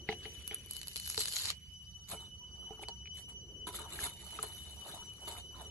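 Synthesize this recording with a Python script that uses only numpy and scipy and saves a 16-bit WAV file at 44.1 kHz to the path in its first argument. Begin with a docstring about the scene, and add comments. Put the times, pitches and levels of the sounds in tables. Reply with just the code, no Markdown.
"""Outdoors in a yard, close by: hands wring a bunch of green stems apart, then stir the pieces in a metal bowl.
Stems snap as short noise bursts, and the tear is a dense crackle of tiny ones. Leaves and stems rustle and
rub as slips under each stroke of the hand; thick stems pop at a pitch and the damped bowl rings in its modes.
Far off, a high drone, probably an insect, wavers with two partials over filtered noise: rumble, wash, hiss."""
import sys
import numpy as np
from scipy import signal
from scipy.fft import rfft, irfft, next_fast_len
from scipy.io import wavfile
from scipy.ndimage import uniform_filter1d

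SR = 44100
rng = np.random.default_rng(int(sys.argv[2]) if len(sys.argv) > 2 else 0)


def transcribe(signal):
    """Save signal, clipped to [-1, 1], as a 16-bit WAV file at the path in sys.argv[1]."""
    frames = np.atleast_2d(signal).T
    limited = np.clip(frames, -1, 1)
    pcm = np.round(limited * 32767).astype(np.int16)
    wavfile.write(sys.argv[1], SR, pcm)


N = 251634
TIME = np.arange(N) / SR  # seconds

# The ringing modes of the bowl, damped by its load. Each row: frequency in Hz, relative height when struck
# on the bottom in dB, relative height when touched on the wall in dB, time to fall by 60 dB in seconds.
BOWL_MODES = [(218, -3.5, 3.5, 0.097), (357, -11, 0, 0.31), (433.2, 5, 10, 0.14), (720, -6.5, 5.5, 0.14),
              (801, 2, 4.5, 0.086), (931, -12, 11, 0.19), (1308, -1, -1, .036), (3712, -14, -1, 0.092),
              (4230, 17, -9.5, 0.11)]
BOWL_HZ, BOTTOM_DB, WALL_DB, BOWL_T60_S = np.transpose(BOWL_MODES)
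# Treble colour of breaking fibres. Each row: frequency in Hz, relative density in dB per Hz.
CRISP_SPECTRUM = [(100, -52), (2500, -16), (4500, 4), (6200, 6), (7700, 16.5), (9000, 25.5), (10500, 27),
                  (11600, 28.5), (12500, -7)]
# Wetter, lower colour of breaking fibres. Each row: frequency in Hz, relative density in dB per Hz.
JUICY_SPECTRUM = [(100, -23.5), (2200, -8.5), (3400, 0), (4220, 12.5), (5400, 2), (7600, 2.5), (12000, -18)]
# Dull, hollow colour of stems in the hand. Each row: frequency in Hz, relative density in dB per Hz.
HOLLOW_SPECTRUM = [(60, -26), (400, -6), (1200, -3.5), (2200, 1.5), (2900, 6), (4500, -1), (12000, -65)]


def amp(db):
    """Decibels to gain."""
    return 10 ** (np.asarray(db) / 20)


def unit(x):
    """Scales to an rms of 1."""
    return x / np.sqrt(np.mean(x ** 2) + 1e-20)


def follow(rows):
    """The columns of a curve table at every sample."""
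    s, *columns = np.transpose(rows)
    return [np.interp(TIME, s, column) for column in columns]


def add(mix, s, sound):
    """Lays a sound into the mix at time s."""
    part = mix[..., max(round(s * SR), 0):][..., :sound.shape[-1]]
    part += sound[..., :part.shape[-1]]


def colour(x, spectrum):
    """Filters by a spectrum, keeping the power of white noise."""
    size = next_fast_len(N + 4096)
    hz, db = np.transpose(spectrum)
    log_hz = np.log(np.fft.rfftfreq(size, 1 / SR) + 1)
    gain = unit(amp(np.interp(log_hz, np.log(hz), db)))
    return irfft(rfft(x, size) * gain, size)[..., :N]


def noise():
    """White noise, different at each of the two microphones."""
    return rng.standard_normal((2, N))


def wander(rate_hz):
    """Slow chance of rms 1, one line for each microphone."""
    hz = np.fft.rfftfreq(N, 1 / SR)
    return unit(irfft(rfft(noise()) * np.exp(-(hz / rate_hz) ** 2), N))


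def patchy(x, depth_db):
    """Varies the colour of a sound at random: patches about 500 Hz wide and 20 ms long."""
    z = signal.stft(x, nperseg=512, noverlap=384)[2]
    field = rng.standard_normal(z.shape[1:])
    field = uniform_filter1d(field, size=6, axis=0)  # along frequency
    field = uniform_filter1d(field, size=7, axis=1)  # along time
    gain = unit(amp(depth_db * unit(field)))
    return signal.istft(z * gain, nperseg=512, noverlap=384)[1][:, :N]


def crackle(per_s, spread_db, fade_s):
    """Tiny bursts at random moments, a few much larger than the rest; steady on average."""
    struck = rng.random(N) < per_s / SR
    size_db = spread_db * np.minimum(rng.exponential(1, N), 4)
    energy = struck * amp(size_db) ** 2
    power = signal.lfilter([1], [1, -np.exp(-2 / (fade_s * SR))], energy) + 1e-3
    return noise() * np.sqrt(power / uniform_filter1d(power, size=2600))  # evened out over 59 ms


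def bowl(force, levels_db):
    """The bowl's modes ring under a force, each with its own starting height."""
    t = TIME[:SR // 3]
    ring = np.zeros(len(t))
    for hz, t60, db in zip(BOWL_HZ, BOWL_T60_S, levels_db):
        ring += amp(db - 60 * t / t60) * np.sin(2 * np.pi * hz * t)
    return signal.oaconvolve(force, ring[None], axes=1)[:, :N]


def over_bowl(x, ring_db):
    """A sound made just above the bowl sets its modes ringing with its treble."""
    treble = signal.sosfilt(signal.butter(2, 2500, "high", fs=SR, output="sos"), x)
    return x + amp(ring_db) * bowl(treble, WALL_DB)


def microphones(x):
    """The two sides share parts of the spectrum, and each frequency leans a little to one side."""
    # The microphone pair. Each row: frequency in Hz, left-right likeness (limited to +-0.98 below),
    # left minus right in dB.
    pair = [(460, 0.93, 0), (825, 0.28, 0.5), (1200, 0.39, 1.5), (2140, 0.26, 1), (3730, -0.53, 1.5),
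            (7290, 0.82, -1), (9140, -2.07, 1), (11000, 1, -0.5)]
    hz = np.log(np.fft.rfftfreq(N, 1 / SR) + 1)
    at, likeness, left_db = np.transpose(pair)
    same = np.clip(np.interp(hz, np.log(at), likeness), -.98, .98)
    lean = amp(np.interp(hz, np.log(at), left_db) / 2)
    mid, side = rfft(x) * np.sqrt([(1 + same) / 2, (1 - same) / 2])
    return irfft([(mid + side) * lean, (mid - side) / lean], N)


def air(rumble_db=-58.5, hiss_db=-70, wind_db=-63.0):
    """Low outdoor rumble and a dull wash under faint hiss; a light breeze adds to the right side's lows."""
    # Low rumble. Each row: frequency in Hz, relative density in dB per Hz.
    rumble_spectrum = [(15, -44), (40, -12), (68, 2.5), (110, -4.5), (190, -8), (300, -28), (3000, -98)]
    # Faint hiss. Each row: frequency in Hz, relative density in dB per Hz.
    hiss_spectrum = [(100, 4.4), (500, 4.3), (1300, 5.9), (3500, 10), (4800, 20.4), (6500, 4.4),
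                     (12000, 6.3)]
    # Dull far-off wash. Each row: frequency in Hz, relative density in dB per Hz.
    wash_spectrum = [(100, -6.5), (420, 5), (700, -11.5), (3000, -27)]
    # The wash comes and goes. Each row: time in seconds, level in dB.
    wash_level = [(0, -59.5), (1.8, -82.5), (2.5, -69.5), (3.1, -73.5), (3.55, -60.5), (4.3, -72.5),
                  (5.7, -64)]
    rumble = colour(noise(), rumble_spectrum) * amp(rumble_db)
    wash = colour(noise(), wash_spectrum) * amp(follow(wash_level)[0])
    hiss = colour(patchy(noise(), depth_db=6.0), hiss_spectrum) * amp(hiss_db)
    heard = microphones(rumble + wash + hiss)
    low_pass = signal.butter(2, 100, fs=SR, output="sos")
    breeze = unit(signal.sosfiltfilt(low_pass, heard[1]))
    return heard + np.outer([0, 1], amp(wind_db) * breeze)


def insect(level_db=4.0, pitch_hz=2976, hz_per_db=2.5, wobble_hz=2, second_db=-10, scatter=0.72,
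           lag_turns=0.18, second_lag_turns=.3):
    """A tone swells about four times a second, higher when louder; scattered paths make its partials flicker."""
    # Course of the high drone. Each row: time in seconds, level in dB before level_db and the swell.
    drone = [(0, -55.5), (1.5, -59), (1.65, -61), (2.0, -58.5), (2.6, -55), (3.4, -55.5), (4.25, -58.5),
             (5.7, -55.5)]
    swell_period_s, swell_at_s, swell_db = .2365, .305, 2
    swell = swell_db * np.cos(2 * np.pi * (TIME - swell_at_s) / swell_period_s)
    db = follow(drone)[0] + swell
    hz = pitch_hz + hz_per_db * swell + wobble_hz * wander(rate_hz=33.0)[0]
    turns = np.cumsum(hz) / SR
    out = np.zeros((2, N))
    for k, (partial_db, lag) in enumerate([(0, lag_turns), (second_db, second_lag_turns)], 1):
        paths = 1 + scatter * (wander(rate_hz=24) + 1j * wander(rate_hz=24))
        phase = k * turns + np.array([[0], [lag]])  # the right microphone is shifted by the lag
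        out += amp(partial_db) * (paths * np.exp(2j * np.pi * phase)).real
    return out * amp(db + level_db) * amp([[.6], [-.6]])  # a little to the left


def stroking():
    """Gains of leaves and of stems: each stroke swells as the hand presses, then dies away."""
    # Movements of the hand through the stems. Each row: peak in seconds, rise in seconds, fall in seconds,
    # leaves rustling in dB, stems rubbing in dB, both before the trims of each layer.
    strokes = [(0.126, 0.036, 0.014, -63, -47.5), (0.256, 0.025, 0.017, -63, -49.5),
               (.38, 0.28, 1, -58.5, -62.5), (.522, 0.013, 0.031, -70, -47.5),
               (2.117, 0.026, 0.026, -41.5, -50.5), (2.144, 0.023, 0.01, -58, -47.5),
               (2.206, 0.019, 0.063, -59, -61), (2.72, 0.21, .2, -69.5, -64.5),
               (2.833, .018, 0.0045, -50.5, -52.5), (2.889, 0.0046, 0.011, -83, -50.5),
               (3.192, 0.042, 0.033, -55, -64.5), (3.301, 0.02, 0.022, -59, -62.5),
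               (3.672, 0.0043, 0.03, -44.5, -47), (3.753, 0.02, 0.036, -41.5, -52.5),
               (3.805, 0.022, 0.052, -52.5, -48), (3.946, 0.052, 0.074, -48, -54),
               (4.054, 0.058, 0.03, -38, -47), (4.335, 0.17, 0.57, -52.5, -61),
               (4.442, 0.016, 0.016, -45, -45.5), (4.928, 0.096, 0.061, -51.5, -51.5),
               (5.24, 0.046, 0.095, -59.5, -60.5), (5.278, 0.005, 0.043, -42.5, -47.5),
               (5.39, 0.11, 0.022, -54, -58.5), (5.615, 0.07, 0.057, -58.5, -53.5)]
    power = np.zeros((2, N))
    for s, rise_s, fall_s, *levels_db in strokes:
        age = TIME - s
        pressure = np.exp(-np.minimum(np.where(age < 0, (age / rise_s) ** 2, age / fall_s), 20))
        power += np.outer(amp(levels_db) ** 2, pressure ** 2)
    return np.sqrt(power)


def in_bowl():
    """0 while the bunch is held in the air, 1 once the pieces are in the bowl."""
    return np.interp(TIME, [1.6, 2], [0, 1])


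def shimmer(x, t60=0.11, count=60):
    """The crowded upper modes of the thin metal ring at random pitches and strengths."""
    t = TIME[:SR // 4]
    hz = rng.uniform(3390, 11500, (count, 1))
    ring = rng.standard_normal((2, count)) @ np.sin(2 * np.pi * hz * t) * amp(-60 * t / t60)
    return signal.oaconvolve(x, ring / np.linalg.norm(ring[0]), axes=1)[:, :N]


def leaves(level, rustle_db=1, shimmer_db=-8):
    """Leaves slide and brush in tiny slips; in the bowl they set the metal shimmering."""
    # Colour of the rustle. Each row: frequency in Hz, relative density in dB per Hz.
    leaf_spectrum = [(100, -3), (1000, -16.5), (2300, 1), (4000, -2.5), (5500, -8.5), (7700, 2), (9000, -3),
                     (10400, 8.5), (11500, 0), (12400, -2)]
    slips = patchy(crackle(per_s=750, spread_db=2.6, fade_s=.0016), depth_db=4.2)
    rustle = amp(rustle_db) * colour(level * slips, leaf_spectrum)
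    return rustle + amp(shimmer_db) * shimmer(rustle * in_bowl())


def rubbing(level, fist_db=1, ring_db=-5):
    """Stems stick and slip: a dull creak in the fist, a ringing scrape on the bowl."""
    # Colour of the scrape on metal. Each row: frequency in Hz, relative density in dB per Hz.
    scrape_spectrum = [(40, -76), (200, 0.5), (450, 6), (950, 12.5), (1400, 8.5), (2100, -9), (3500, -3.5),
                       (12000, -40)]
    touching = in_bowl()
    slips = patchy(crackle(per_s=1200, spread_db=1.5, fade_s=0.0056), depth_db=4.0)
    creak = colour(slips * level * (1 - touching), HOLLOW_SPECTRUM)
    scrape = colour(slips * level * touching, scrape_spectrum)
    ring = unit(bowl(slips * level * touching, WALL_DB)) * scrape.std()  # as strong as the scrape
    return amp(fist_db) * creak + scrape + amp(ring_db) * ring


def knocks(pop_db=2, cycles=3.43, grit_db=-11, grit_s=0.0064, jolt_s=0.00202):
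    """A thick stem, or once a hand on the rim, pops with a few cycles of its own pitch and a little grit, and
    jolts the bowl just after."""
    # Dull pops and knocks of thick stems, and at 3.671 s the low thump of a hand striking the bowl's rim. Each
    # row: # start in seconds, level in dB before pop_db or grit_db, pitch in Hz, blow on the bowl in dB.
    knock_rows = [(.089, -25.5, 2040, -35.5), (.091, -41.5, 840, -66), (.1, -40, 2100, -64),
                  (0.125, -38, 2156, -49.5), (.126, -42, 763, -70), (.254, -41, 2060, -50.5),
                  (.511, -39, 2250, -50.5), (1.1777, -44, 453, -47), (1.502, -41, 1180, -70),
                  (2.117, -46, 1210, -67), (2.1467, -47.5, 694, -53), (2.706, -50, 790, -48.5),
                  (2.793, -48, 810, -58.5), (2.828, -45.5, 800, -70), (2.836, -38.5, 2350, -66),
                  (2.884, -46.5, 926, -55), (3.057, -44.5, 2370, -78), (3.073, -45, 2370, -77),
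                  (3.671, -50.5, 306, -57), (3.743, -45, 1300, -63), (3.788, -44, 1270, -69),
                  (3.99, -35.5, 1700, -55), (4.389, -33.5, 1260, -50.5)]
    t = TIME[:SR // 15]
    push = np.hanning(SR // 1000)  # soft stems press on the metal for a millisecond
    pops, force, grit = np.zeros((3, N))
    for s, db, hz, bowl_db in knock_rows:
        age = 2 * hz * t / cycles  # 1 at the peak, after half the cycles
        tone = np.sin(2 * np.pi * (hz * t + rng.random()))
        add(pops, s, amp(db + pop_db) * age * np.exp(1 - age) * tone)
        add(grit, s, amp(db + grit_db) * np.exp(-t / grit_s))
        add(force, s + jolt_s, amp(bowl_db) * push / push.sum())
    ring = bowl(force[None], BOTTOM_DB)
    return pops + ring + microphones(colour(grit * noise(), HOLLOW_SPECTRUM))


def snaps(crisp_db=4, hollow_db=-9, rise_s=0.00052, rise_power=0.6, tail_db=-23, tail_s=0.021):
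    """A stem gives way in about a millisecond, more slowly when louder; its last fibres part in a faint tail."""
    # Stems breaking. Each row: start in seconds, crisp top in dB before crisp_db, juicy middle in dB.
    stems = [(0.477, -34, -39), (0.5449, -30, -58), (0.6611, -42, -57), (.71, -33, -41.5),
             (0.7345, -42, -46), (0.76, -39, -44), (0.7661, -31, -40), (0.815, -43, -37),
             (.831, -51, -37.5), (.8721, -42, -36.5), (.882, -34, -38), (0.915, -44, -44),
             (0.942, -50, -52), (0.959, -45, -30.5), (.966, -41, -33.5), (.976, -45, -38.5),
             (0.9992, -41, -38.5), (1.046, -48, -45), (1.0623, -36, -42), (1.0755, -40, -37),
             (1.1, -35, -33.5), (1.1449, -40, -33.5), (1.177, -38, -27.5), (1.193, -39, -40),
             (1.2058, -34, -27.5), (1.216, -41, -31.5), (1.236, -44, -38), (1.256, -32, -32),
             (1.282, -52, -31.5), (1.324, -48, -37), (1.3353, -42, -36.5), (1.3653, -48, -27.5),
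             (1.455, -57, -29), (1.502, -41.5, -27), (2.8849, -53, -33.5), (4.428, -32, -44),
             (4.76, -48, -66)]
    t = TIME[:SR // 20]
    usual_db = np.mean([max(row[1:]) for row in stems])
    crisp, juicy = np.zeros((2, N))
    for s, top_db, middle_db in stems:
        slowness = amp(max(top_db, middle_db) - usual_db) ** rise_power
        age = t / (rise_s * slowness)
        burst = age * np.exp(1 - age) + amp(tail_db) * np.exp(-t / tail_s)
        add(crisp, s, amp(top_db + crisp_db) * burst)
        add(juicy, s, amp(middle_db) * burst)
    top = colour(crisp * patchy(noise(), depth_db=6.5), CRISP_SPECTRUM)
    middle = colour(juicy * patchy(noise(), depth_db=4.5), JUICY_SPECTRUM)
    hollow = colour(juicy * noise(), HOLLOW_SPECTRUM)
    return top + middle + amp(hollow_db) * hollow


def wringing(peak_s, db, growth_db_per_s, decline_db_per_s):
    """Gain of one part of the wringing: it grows with the twist, and falls fast when the bunch parts."""
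    wring_start_s, parted_s, release_db_per_s = .68, 1.511, 548
    growth = growth_db_per_s * np.maximum(peak_s - TIME, 0)
    decline = decline_db_per_s * np.maximum(TIME - peak_s, 0)
    release = release_db_per_s * np.maximum(TIME - parted_s, 0)
    return amp(db - growth - decline - release) * (TIME > wring_start_s)


def tearing():
    """Some 1500 fibres part each second while the bunch is twisted, each with a tiny crack."""
    # Bundles of fibres giving way. Each row: loudest moment in seconds, crisp level in dB, juicy level in dB,
    # growth before in dB per second, decline after in dB per second.
    bundles = [(.748, -56, -52, 205, 182), (.974, -54, -54, 110, 102), (1.105, -45, -43, 137, 225),
               (1.199, -40.5, -35.5, 328, 203), (1.275, -50, -43, 502, 160), (1.369, -42, -37.5, 110, 100),
               (1.475, -65, -39, 133, 89)]
    crisp = np.sqrt(sum(wringing(s, db, up, down) ** 2 for s, db, _, up, down in bundles))
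    juicy = np.sqrt(sum(wringing(s, db, up, down) ** 2 for s, _, db, up, down in bundles))
    fibres = patchy(crackle(per_s=1500, spread_db=1.7, fade_s=.0003), depth_db=3.6)
    return colour(fibres * crisp, CRISP_SPECTRUM) + colour(fibres * juicy, JUICY_SPECTRUM)


def crunching(level, crunch_db=-6):
    """Pressed pieces shift against each other in small, uneven jerks."""
    # Colour of the crunch. Each row: frequency in Hz, relative density in dB per Hz.
    crunch_spectrum = [(2700, -7), (3300, -3), (3680, 9), (4400, 4.5), (5400, -23)]
    jerks = patchy(crackle(per_s=450, spread_db=2, fade_s=.003), depth_db=4.5)
    return amp(crunch_db) * colour(level * jerks, crunch_spectrum)


def wall(fade_s=0.033, twin_ratio=1.05, twin_db=-7):
    """Fingers catch the wall of the bowl, which sings briefly with a close pair of notes."""
    # The note shifts with load and grip. Each row: start in seconds, level in dB before rise and fade,
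    # pitch in Hz, rise in seconds.
    wall_notes = [(2.398, -56.5, 970, 0.019), (3.669, -43.5, 982, .002), (4.035, -43.5, 930, 0.0061),
                  (4.97, -49, 939, 0.0091), (5.272, -46.5, 927, 0.0087), (5.549, -50, 1015, 0.017)]
    t = TIME[:SR // 2]
    out = np.zeros(N)
    for s, db, hz, rise_s in wall_notes:
        note, twin = np.sin(2 * np.pi * (np.outer([hz, hz * twin_ratio], t) + rng.random((2, 1))))
        swell = (1 - np.exp(-t / rise_s)) * np.exp(-t / fade_s)
        add(out, s, amp(db) * swell * (note + amp(twin_db) * twin))
    return out


def yard(x, wet_db=-13, t60=0.045):
    """A short scatter of echoes, as from the ground, the bowl and the stone wall: a fading noise tail."""
    t = TIME[:SR // 4]
    tail = noise()[:, :len(t)] * amp(-60 * t / t60) * (t > .002)  # no echo in the first 2 ms
    return x + amp(wet_db) * signal.oaconvolve(x, tail / np.linalg.norm(tail[0]), axes=1)[:, :N]


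def scene():
    """The hands close by, the air and the insect far off."""
    # The fist creaks ever louder until the bunch parts. One row: reference time in seconds, level there in dB
    # before the trims, growth before in dB per second, decline after in dB per second (negative: growth).
    fist_creak = (1.54, -46, 43, -12)
    leaf_gain, stem_gain = stroking()
    breaking = over_bowl(snaps() + tearing(), ring_db=-45.5)
    rustling = over_bowl(leaves(leaf_gain) + crunching(leaf_gain * in_bowl()), ring_db=-42.0)
    hands = breaking + rustling + rubbing(np.hypot(stem_gain, wringing(*fist_creak)))
    return yard(microphones(hands) + knocks() + wall()) + air() + insect()


def record(dry):
    """A steep low-pass at 12250 Hz: no sound above it."""
    low_pass = signal.firwin(161, 12250, window=("kaiser", 8), fs=SR)
    return signal.oaconvolve(dry, low_pass[None], "same")


dry = scene()
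out = record(dry)
transcribe(out)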